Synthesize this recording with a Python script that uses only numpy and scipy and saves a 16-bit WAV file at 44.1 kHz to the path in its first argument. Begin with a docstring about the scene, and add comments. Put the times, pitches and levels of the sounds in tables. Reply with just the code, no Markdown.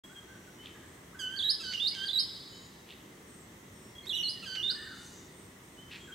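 """A grassy clearing opens on a low steady rumble and faint hiss; far birds pip, twitter, warble and rasp.
From about one second a near songbird gives five loud phrases: a nasal note (harmonics shaped by a
throat resonance) or a stutter, then a nearly pure whistle that whips upward. The ground, a wall and
the trees throw the calls back. Near five seconds comes one brief rustle, and the far birds carry on."""
import sys
import numpy as np
from scipy import signal
from scipy.fft import rfft, irfft, next_fast_len
from scipy.io import wavfile
from scipy.ndimage import uniform_filter1d

SR = 44100
rng = np.random.default_rng(int(sys.argv[2]) if len(sys.argv) > 2 else 0)


def materialize(psi):
    """Save the field psi as 16-bit PCM at rate SR to the path in sys.argv[1].

    A 1-D psi becomes a single channel; in a 2-D psi each row is a channel.
    """
    bounded = np.clip(np.atleast_2d(psi).T, -1, 1)
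    quanta = np.round(bounded * 32767).astype(np.int16)
    wavfile.write(sys.argv[1], SR, quanta)


N = 270774


def amp(db):
    """Decibels to amplitude ratio."""
    return 10 ** (np.asarray(db) / 20)


def unit(x):
    """Normalisation to rms 1."""
    return x / np.sqrt(np.mean(x ** 2) + 1e-20)


def read(points, hz):
    """Interpolation on a log-frequency axis."""
    f, value = np.transpose(points)
    return np.interp(np.log(hz + 1), np.log(f + 1), value)


def add(mix, s, sound):
    """Superposition: a sound joins the mix at s seconds."""
    part = mix[max(round(s * SR), 0):][:len(sound)]
    part += sound[:len(part)]


def wander(count, rate_hz):
    """Random modulation: low-passed noise of rms about 1."""
    hz = np.fft.rfftfreq(SR, 1 / SR)
    return unit(irfft(rfft(rng.standard_normal(SR)) * np.exp(-(hz / rate_hz) ** 2)))[:count]


def clock(length):
    """Time within a syllable, in seconds and as a share of its length."""
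    t = np.arange(int(length * SR)) / SR
    return t, t / length


def bend(u, first, middle, last):
    """A parabola through three pitches."""
    return first + (last - first) * u + (middle - (first + last) / 2) * (1 - (2 * u - 1) ** 2)


def fade(count, edge_s=0.0017):
    """A cosine taper at both ends of a syllable."""
    return signal.windows.tukey(count, min(2 * edge_s * SR / count, 1))


# Each row: frequency in Hz, correlation between the ears from 0 to 1.
EAR_COHERENCE = [(60, 1.0), (130, 0.99), (290, 0.98), (640, 0.39), (1410, 0.06), (3100, 0.073),
                 (6820, 0.32), (15000, 0.99)]
def background(spectrum, db, patchy_db):
    """Partly coherent noise: the bass is alike in both ears, and patches of the spectrum drift in level."""
    frames, hz = N // 512 + 5, np.fft.rfftfreq(2048, 1 / SR)
    a, b, c, d, patches = rng.standard_normal((5, frames, len(hz)))
    patches = unit(uniform_filter1d(uniform_filter1d(patches, size=12, axis=0), size=20, axis=1))
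    coherence = read(EAR_COHERENCE, hz)
    left = a + 1j * b
    right = coherence * left + np.sqrt(1 - coherence ** 2) * (c + 1j * d)
    spectra = np.array([left, right]) * amp(read(spectrum, hz) + patchy_db * patches)
    sound = signal.istft(spectra.swapaxes(1, 2), nperseg=2048, noverlap=1536)[1][:, :N]
    return amp(db) * sound / np.std(sound.mean(0))


# In both, each row: frequency in Hz, relative spectral density in dB.
RUMBLE_SPECTRUM = [(15, -64), (25, -68), (51, -14), (70, -2.5), (176, -2), (205, 2.5), (233, -7),
                   (264, -0.5), (291, -5), (354, -1), (560, -12), (609, -10), (700, -20), (910, -22),
                   (1540, -120)]
HISS_SPECTRUM = [(450, -14), (700, 1), (1100, 4), (1550, -0.5), (2000, 5.5), (2400, -3.5), (3300, -2.5),
                 (4800, -10), (6200, -4), (7000, -6.5), (8200, -6), (10000, -13), (15800, -14.5)]
def open_air():
    """Spectrally shaped noise: a low rumble and a faint broadband hiss."""
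    rumble = background(RUMBLE_SPECTRUM, db=-55, patchy_db=0.9)
    hiss = background(HISS_SPECTRUM, db=-59, patchy_db=0.6)
    return rumble + hiss


def notes(table, jitter, arch_hz=0):
    """Frequency-modulated sines: each glides through its pitch on a parabolic arch."""
    out = np.zeros(N)
    for s, length, pitch, glide, db in table:
        _, u = clock(length)
        hz = bend(u, pitch - glide / 2, pitch + arch_hz, pitch + glide / 2)
        hz *= 1 + jitter * wander(len(u), 150)
        tone = np.sqrt(2) * np.sin(2 * np.pi * np.cumsum(hz) / SR)
        add(out, s, amp(db) * tone * signal.windows.tukey(len(u), .5))
    return out


# Each row: start in seconds, length in seconds, pitch in Hz, level in dB.
PIP_NOTES = [(0.019, 0.044, 3297, -55), (0.056, .08, 3310, -63), (.153, .05, 3224, -50),
             (3.949, 0.028, 3290, -54), (3.979, .022, 3295, -47), (4.002, 0.017, 3304, -56),
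             (5.987, 0.093, 3270, -57.5), (6.117, .033, 3210, -48.5)]
def pips():
    """Tone bursts: a far bird's short notes of level pitch."""
    return notes([(s, length, hz, 0, db) for s, length, hz, db in PIP_NOTES], jitter=0.0048)


# Each row: middle of the run in seconds, chirp level in dB, centre frequency in Hz.
TWITTER_RUNS = [(.114, -65, 8050), (.90, -68, 8300), (3.347, -60, 8180), (3.80, -63, 8380),
                (4.77, -60.5, 8200), (5.388, -62, 8430), (5.701, -66.5, 8460), (6.027, -64.5, 7500)]
def twitters(count=28, run_s=.15, chirp_s=.02, spread_hz=498, glide_hz=500, uneven_db=3):
    """Chirp trains: tiny far birds give quick runs of random frequency sweeps."""
    chirps = []
    for s, db, centre in TWITTER_RUNS:
        draws = rng.uniform(-1.035, 1, (count, 3))
        for place, (pitch, glide, loud) in zip(np.linspace(-.5, .5, count), draws):
            start = s + run_s * place - chirp_s / 2
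            chirps.append((start, chirp_s, centre + spread_hz * pitch, glide_hz * glide, db + uneven_db * loud))
    return notes(chirps, jitter=0.0156)


# Each row: start in seconds, length in seconds, pitch in Hz, glide in Hz, relative level in dB.
WARBLE_NOTES = [(.090, .045, 1460, 208, -56.5), (.260, 0.12, 1530, 1, -56.5),
                (1.145, 0.02, 1510, -68, -49.5), (1.420, .11, 1690, -150, -53.5),
                (4.350, 0.05, 1810, -200, -58), (4.695, 0.041, 1480, -200, -46.5),
                (4.740, 0.083, 1750, 46, -47.5), (4.815, 0.059, 1760, -56, -46.5),
                (4.855, 0.037, 1510, -200, -48), (4.905, 0.048, 1440, -380, -48.5),
                (6.070, 0.046, 1510, -280, -51.5)]
# Each row: start in seconds, end in seconds, relative level in dB.
CHATTER_SPANS = [(0.102, 1.151, -60.5), (4.549, 4.98, -59.5)]
def warbler(count=14, note_s=0.029, centre_hz=1496, spread_hz=377, glide_hz=220, uneven_db=4):
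    """Frequency jitter roughens a far warbler's arched notes and the random chatter between them."""
    chatter = []
    for first, last, db in CHATTER_SPANS:
        for when, pitch, glide, loud in rng.uniform(-1, 1, (count, 4)):
            start = first + (last - first) * (when + 1) / 2
            hz = centre_hz + spread_hz * pitch
            chatter.append((start, note_s, hz, glide_hz * glide, db + uneven_db * loud))
    return notes(WARBLE_NOTES + chatter, jitter=0.025, arch_hz=28.3)


# Each row: start in seconds, length in seconds, pitch in Hz, glide in Hz, level in dB.
THIN_NOTES = [(.150, .6, 5750, -100, -73.5), (2.450, .28, 6860, -120, -64.5), (3.700, 0.3, 5450, 74, -69),
              (5.055, 0.0326, 6250, -600, -56), (5.165, 0.044, 6150, -500, -61)]
def thin_whistles():
    """Linear frequency sweeps: high pure tones, far off."""
    return notes(THIN_NOTES, jitter=0.0042)


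def noise_bursts(table, rough_db):
    """Amplitude-modulated noise, Gaussian in time and log frequency; widths are standard deviations."""
    out = np.zeros(N + SR)
    t, hz = np.arange(SR) / SR - .5, np.fft.rfftfreq(SR, 1 / SR)
    for s, db, width_s, centre, octaves in table:
        band = np.exp(-(np.log2((hz + 1) / centre) / octaves / 2) ** 2)
        fluttering = rng.standard_normal(SR) * amp(rough_db * wander(SR, 300))
        noise = unit(irfft(rfft(fluttering) * band))
        add(out, s, amp(db) * noise * np.exp(-.5 * (t / width_s) ** 2))
    return out[SR // 2:][:N]


# Each row: peak time in seconds, level in dB, width in seconds, centre in Hz, bandwidth in octaves.
RASP_CALLS = [(.452, -54, 0.0048, 2340, 0.25), (.665, -53.5, 0.021, 3000, 0.28),
              (2.912, -50, 0.021, 2980, 0.26), (5.942, -46, 0.023, 2610, 0.41)]
def rasps():
    """Noise in one broad resonance: a far bird's harsh voice."""
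    return noise_bursts(RASP_CALLS, rough_db=-4.5)


# Each row: start in seconds, level in dB.
PIPE_CALLS = [(0.577, -55.5), (2.509, -60), (5.763, -56)]
def pipes(length_s=0.115, pitch_hz=2964, glide_hz=99):
    """A repeated frequency contour: a far call pipes on the same rising arch each time."""
    calls = [(s, length_s, pitch_hz, glide_hz, db) for s, db in PIPE_CALLS]
    return notes(calls, jitter=0.0018, arch_hz=115)


def scatter(x, t60, onset_s, coherence):
    """Diffuse reverberation: a noise tail whose bands decay by t60, rows of (Hz, seconds to fall 60 dB)."""
    left, other = rng.standard_normal((2, int(SR * 1.3)))
    right = coherence * left + np.sqrt(1 - coherence ** 2) * other
    hz, t, spectra = signal.stft([left, right], SR, nperseg=256)
    envelope = amp(-60 * t / read(t60, hz)[:, None]) * (1 - np.exp(-t / onset_s))
    tail = signal.istft(spectra * envelope, SR, nperseg=256)[1]
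    gain = abs(rfft(tail, SR * 2))[:, 6000:10000]  # normalised over 3-5 kHz
    return signal.fftconvolve(x[None], tail / np.sqrt(np.mean(gain ** 2)), axes=1)[:, :N]


def far_birds():
    """Direct plus diffuse sound: trees blur the far callers; the twitters arrive only as scatter."""
    whistles = pips() + pipes() + thin_whistles()
    warble = amp(-3) * warbler()
    harsh = rasps()
    direct = whistles + warble + harsh
    diffuse = amp(-6) * whistles + warble + amp(-5) * harsh + amp(-1) * twitters()
    t60 = [(1500, 0.68), (3300, 0.92), (8000, 0.25)]
    return direct + scatter(diffuse, t60, onset_s=0.0014, coherence=0.86)


# Each row: frequency in Hz, source level in dB.
NASAL_SPECTRUM = [(1500, 4), (3000, 0.5), (4600, -2.5), (6200, 1.5), (8000, 1), (10500, -2), (13000, 5),
                  (16000, -36)]
# Each row: start and length in seconds, pitch and late glide in Hz, hardness of attack from 0 to 1,
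# relative level and swell in dB, throat resonance and its width in Hz, treble gain in dB.
NASAL_NOTES = [(1.187, 0.18, 1505, 111.5, 0.91, -39.5, 2.5, 2810, 300, 4.5),
               (1.594, 0.03, 1300, 0, 0.3, -47, 6, 2670, 450, 16),
               (1.627, 0.099, 1503, -11, .8, -39.5, 9, 4580, 440, -4),
               (1.950, 0.1, 1538, 91, 0.47, -38.5, 14.5, 3220, 550, -2),
               (4.025, 0.031, 2110, 90, 0, -54.5, 5, 3550, 500, -5),
               (4.423, 0.028, 1350, -140, 0.14, -44.5, -3, 2750, 350, 13),
               (4.455, 0.11, 1517, 22.5, 0.81, -39.5, 8.5, 3920, 400, -4)]
def nasal(length, pitch_hz, glide_hz, attack, db, swell_db, throat_hz, width_hz, treble_db):
    """Source and filter: the throat's resonance picks out the second or third harmonic of a stack."""
    t, u = clock(length)
    count, harmonics = len(t), np.arange(1, 10)
    # A hard attack starts sharp, slides down and throws the throat open for a moment.
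    hz = pitch_hz + attack * 283.3 * np.exp(-t / .013) + glide_hz * u ** 4
    opened = attack * np.exp(-(t / 0.048) ** 2)
    throat = throat_hz + (4150 - throat_hz) * opened
    width = width_hz + (760 - width_hz) * opened
    rise = 1 - np.exp(-(t / 0.0058) ** 2)
    level = amp(db + swell_db * (u - .5) + 4 * opened + 1.1 * wander(count, 200)) * rise
    partials = np.outer(harmonics, hz * (1 + 0.0062 * wander(count, 350)))
    slope = np.where(partials > throat, 1.53, 1)  # steeper above the resonance
    treble = (partials > 5500) * (treble_db + 1.5 * opened)
    size = amp(read(NASAL_SPECTRUM, partials) + treble) / np.hypot(1, (partials - throat) / width) ** slope
    phase_blur = 0.017 * np.array([k * wander(count, 300) for k in harmonics])
    turns = np.cumsum(partials, axis=1) / SR + phase_blur
    tone = (size * np.sin(2 * np.pi * turns)).sum(0) / np.linalg.norm(size, axis=0)
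    return np.sqrt(2) * tone * level * fade(count)


# Each row: delay to the left ear in seconds, delay to the right ear in seconds, gain in dB.
GROUND_AND_WALL_ECHOES = [(.0029, 0.00163, -55), (.0098, 0.015, -41), (.049, .0484, -18)]
# Each row: frequency in Hz, gain of the scatter from stems and leaves in dB.
FOLIAGE_SPECTRUM = [(1500, -3.5), (2900, -0.5), (3650, -4), (4300, -1), (5200, 1), (8000, 2.5), (12000, 0)]
# Each row: frequency in Hz, reverberation time in seconds.
TREE_T60 = [(1500, 1.3), (3000, 1.42), (5000, 1.21), (8000, 1.46), (12000, 0.85)]
def clearing(x):
    """Reflection and scattering: distinct echoes, quick scatter from nearby, a long tail from the trees."""
    early = np.zeros((2, N))
    for left, right, db in GROUND_AND_WALL_ECHOES:
        add(early[0], left, amp(db) * x)
        add(early[1], right, amp(db) * x)
    size = next_fast_len(N)
    colour = amp(read(FOLIAGE_SPECTRUM, np.fft.rfftfreq(size, 1 / SR)))
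    thrown_back = irfft(rfft(x, size) * colour, size)[:N]
    near = scatter(thrown_back, [(1000, 0.21), (16000, 0.21)], onset_s=.006, coherence=.55)
    trees = scatter(thrown_back, TREE_T60, onset_s=0.056, coherence=0.85)
    return early + amp(-6) * near + amp(-13) * trees


# In both, each row: frequency in Hz, level relative to the fundamental in dB.
SECOND_HARMONIC = [(5800, -15), (6400, -27), (7000, -35), (7700, -27), (8500, -33), (9400, -25),
                   (10300, -14.5)]
UPPER_HARMONICS = [(8700, -36), (10000, -31), (11100, -32.5), (11750, -26), (12400, -39), (16000, -50)]
def whistle(hz, db, overtones_db=0, top_hz=5270, jitter=0.0072, shimmer_db=1.0, flutter_db=3):
    """Near-sinusoidal oscillation with faint unsteady overtones, levelling off at the bird's top pitch."""
    count = len(hz)
    hz = np.minimum(hz, top_hz) * (1 + jitter * wander(count, 360))
    turns = np.cumsum(hz) / SR
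    tone = np.sin(2 * np.pi * turns)
    for k, colour in enumerate([SECOND_HARMONIC, UPPER_HARMONICS, UPPER_HARMONICS], 2):
        size = amp(read(colour, k * hz) + overtones_db + flutter_db * wander(count, 230))
        phase_blur = 0.1 * wander(count, 260)
        tone += size * np.sin(2 * np.pi * (k * turns + phase_blur))
    return np.sqrt(2) * tone * amp(db + shimmer_db * wander(count, 220)) * fade(count)


# Each row: start in seconds, length in seconds, centre pitch in Hz, relative level in dB.
YODEL_NOTES = [(1.36, .060, 4000, -32.5), (2.052, .063, 4074, -33.5)]
def yodel(length, centre_hz, db, swing_hz=611, dwell=1.44, high_db=-4, rise_s=0.0081):
    """One cycle of frequency modulation: the voice dwells at both turns and is weaker at the high one."""
    t, u = clock(length)
    swing = np.tanh(dwell * np.sin(2 * np.pi * u)) / np.tanh(dwell)
    return whistle(centre_hz + swing_hz * swing, db + high_db * swing) * (1 - np.exp(-t / rise_s))


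# Each row: start and length in seconds; first, middle and last pitch in Hz;
# relative level and overtone gain in dB.
SLUR_NOTES = [(1.424, 0.013, 3020, 3320, 3330, -28.5, -4), (1.735, 0.026, 3104, 2890, 2940, -32.5, -2),
              (1.775, 0.027, 2888, 2860, 2880, -33, -8), (1.920, 0.033, 2210, 2230, 2300, -51, -9),
              (4.067, 0.019, 3440, 3800, 3800, -38.5, 10), (4.093, 0.033, 4090, 3370, 3670, -30, 1),
              (4.128, 0.042, 2824, 2930, 2935, -31.5, -6), (4.149, 0.036, 3880, 3690, 2930, -32.5, 5),
              (4.185, .046, 2940, 2929, 2923, -28.5, -4.5), (4.55, 0.077, 3158, 2910, 2939, -35, -6)]
def slur(length, first_hz, middle_hz, last_hz, db, overtones_db, edge_db=-1):
    """A parabolic glide: a short whistle, loudest in the middle, that leads toward a whip."""
    _, u = clock(length)
    return whistle(bend(u, first_hz, middle_hz, last_hz), db + edge_db * (2 * u - 1) ** 2, overtones_db)


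# Each row: start and hold in seconds; first, end-of-hold and top pitch in Hz;
# relative hold level, relative whip level and overtone gain in dB.
WHIP_NOTES = [(1.435, .065, 3900, 3790, 5195, -27, -21, -3.5),
              (1.798, 0.079, 3476, 3800, 5010, -28, -26, -3.5),
              (2.13, 0.062, 3980, 3762, 5183, -26, -22.5, -2),
              (4.233, .056, 4460, 3855, 5110, -32, -30.5, 4),
              (4.627, 0.076, 3593, 3696, 4910, -29.5, -27, -6.5)]
def whip(hold, first_hz, held_hz, top_hz, hold_db, whip_db, overtones_db):
    """A logistic frequency step: a held note swells, then a push throws it to the top, where it fades."""
    leap_s, push_s, top_s = 0.00418, .008, 0.026
    swell_db, fade_db = 3.5, 18
    t, _ = clock(hold + top_s)
    held, after = np.minimum(t / hold, 1), np.maximum(t - hold, 0) / top_s
    scoop_hz = 460 * np.exp(-t / 0.00308)  # the note is reached from below
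    low = first_hz + (held_hz - first_hz) * held - scoop_hz
    leap = 1 / (1 + np.exp((hold - t) / leap_s))
    push = np.exp(-(np.minimum(t - hold, 0) / push_s) ** 2)
    db = (1 - push) * (hold_db + swell_db * (held - .5)) + push * whip_db - fade_db * after ** 2
    return whistle(low + (top_hz - low) * leap, db, overtones_db)


# Each row: peak time in seconds, relative level in dB, width in seconds, centre in Hz,
# bandwidth in octaves.
VOICE_BREAKS = [(1.731, -35.5, 0.0081, 2930, 0.47), (1.949, -43, 0.0053, 3200, 0.53),
                (4.061, -41.5, 0.0032, 2210, 0.72), (4.558, -38, 0.0049, 2840, 0.47)]
def voice_breaks():
    """Aperiodic voicing: the voice turns briefly rough between two notes."""
    return noise_bursts(VOICE_BREAKS, rough_db=4)


def songbird(direct_db=-4.5, side_db=4.0, echo_side_db=0.3):
    """Interaural level difference sets the near bird to the right; its echoes are almost central."""
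    voice = voice_breaks()
    song = [(nasal, NASAL_NOTES), (yodel, YODEL_NOTES), (slur, SLUR_NOTES), (whip, WHIP_NOTES)]
    for syllable, table in song:
        for s, *row in table:
            add(voice, s, syllable(*row))
    direct = voice * amp([[direct_db - side_db], [direct_db + side_db]])
    return direct + clearing(voice) * amp([[-echo_side_db], [echo_side_db]])


# Each row: peak time in seconds, level in dB, width in seconds, centre in Hz, bandwidth in octaves.
RUSTLE_SWELLS = [(5.05, -58, 0.091, 7040, .27), (5.19, -58, 0.073, 6470, 0.15)]
def rustle():
    """Band-limited noise: two soft high swells overlap into one rustle."""
    return noise_bursts(RUSTLE_SWELLS, rough_db=2.0)


def scene():
    """Superposition of the open air, the birds and the rustle."""
    return open_air() + songbird() + far_birds() + rustle()


def record(dry, start_s=.036, rise_s=.004, cutoff_hz=15850):
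    """Gating and band limiting: the sound switches on after a moment and passes a low-pass filter."""
    gate = np.clip((np.arange(N) / SR - start_s) / rise_s, 0, 1)
    lowpass = signal.firwin(511, cutoff_hz, window=("kaiser", 9), fs=SR)
    return signal.oaconvolve(dry * gate, lowpass[None], "same")


dry = scene()
out = record(dry)
materialize(out)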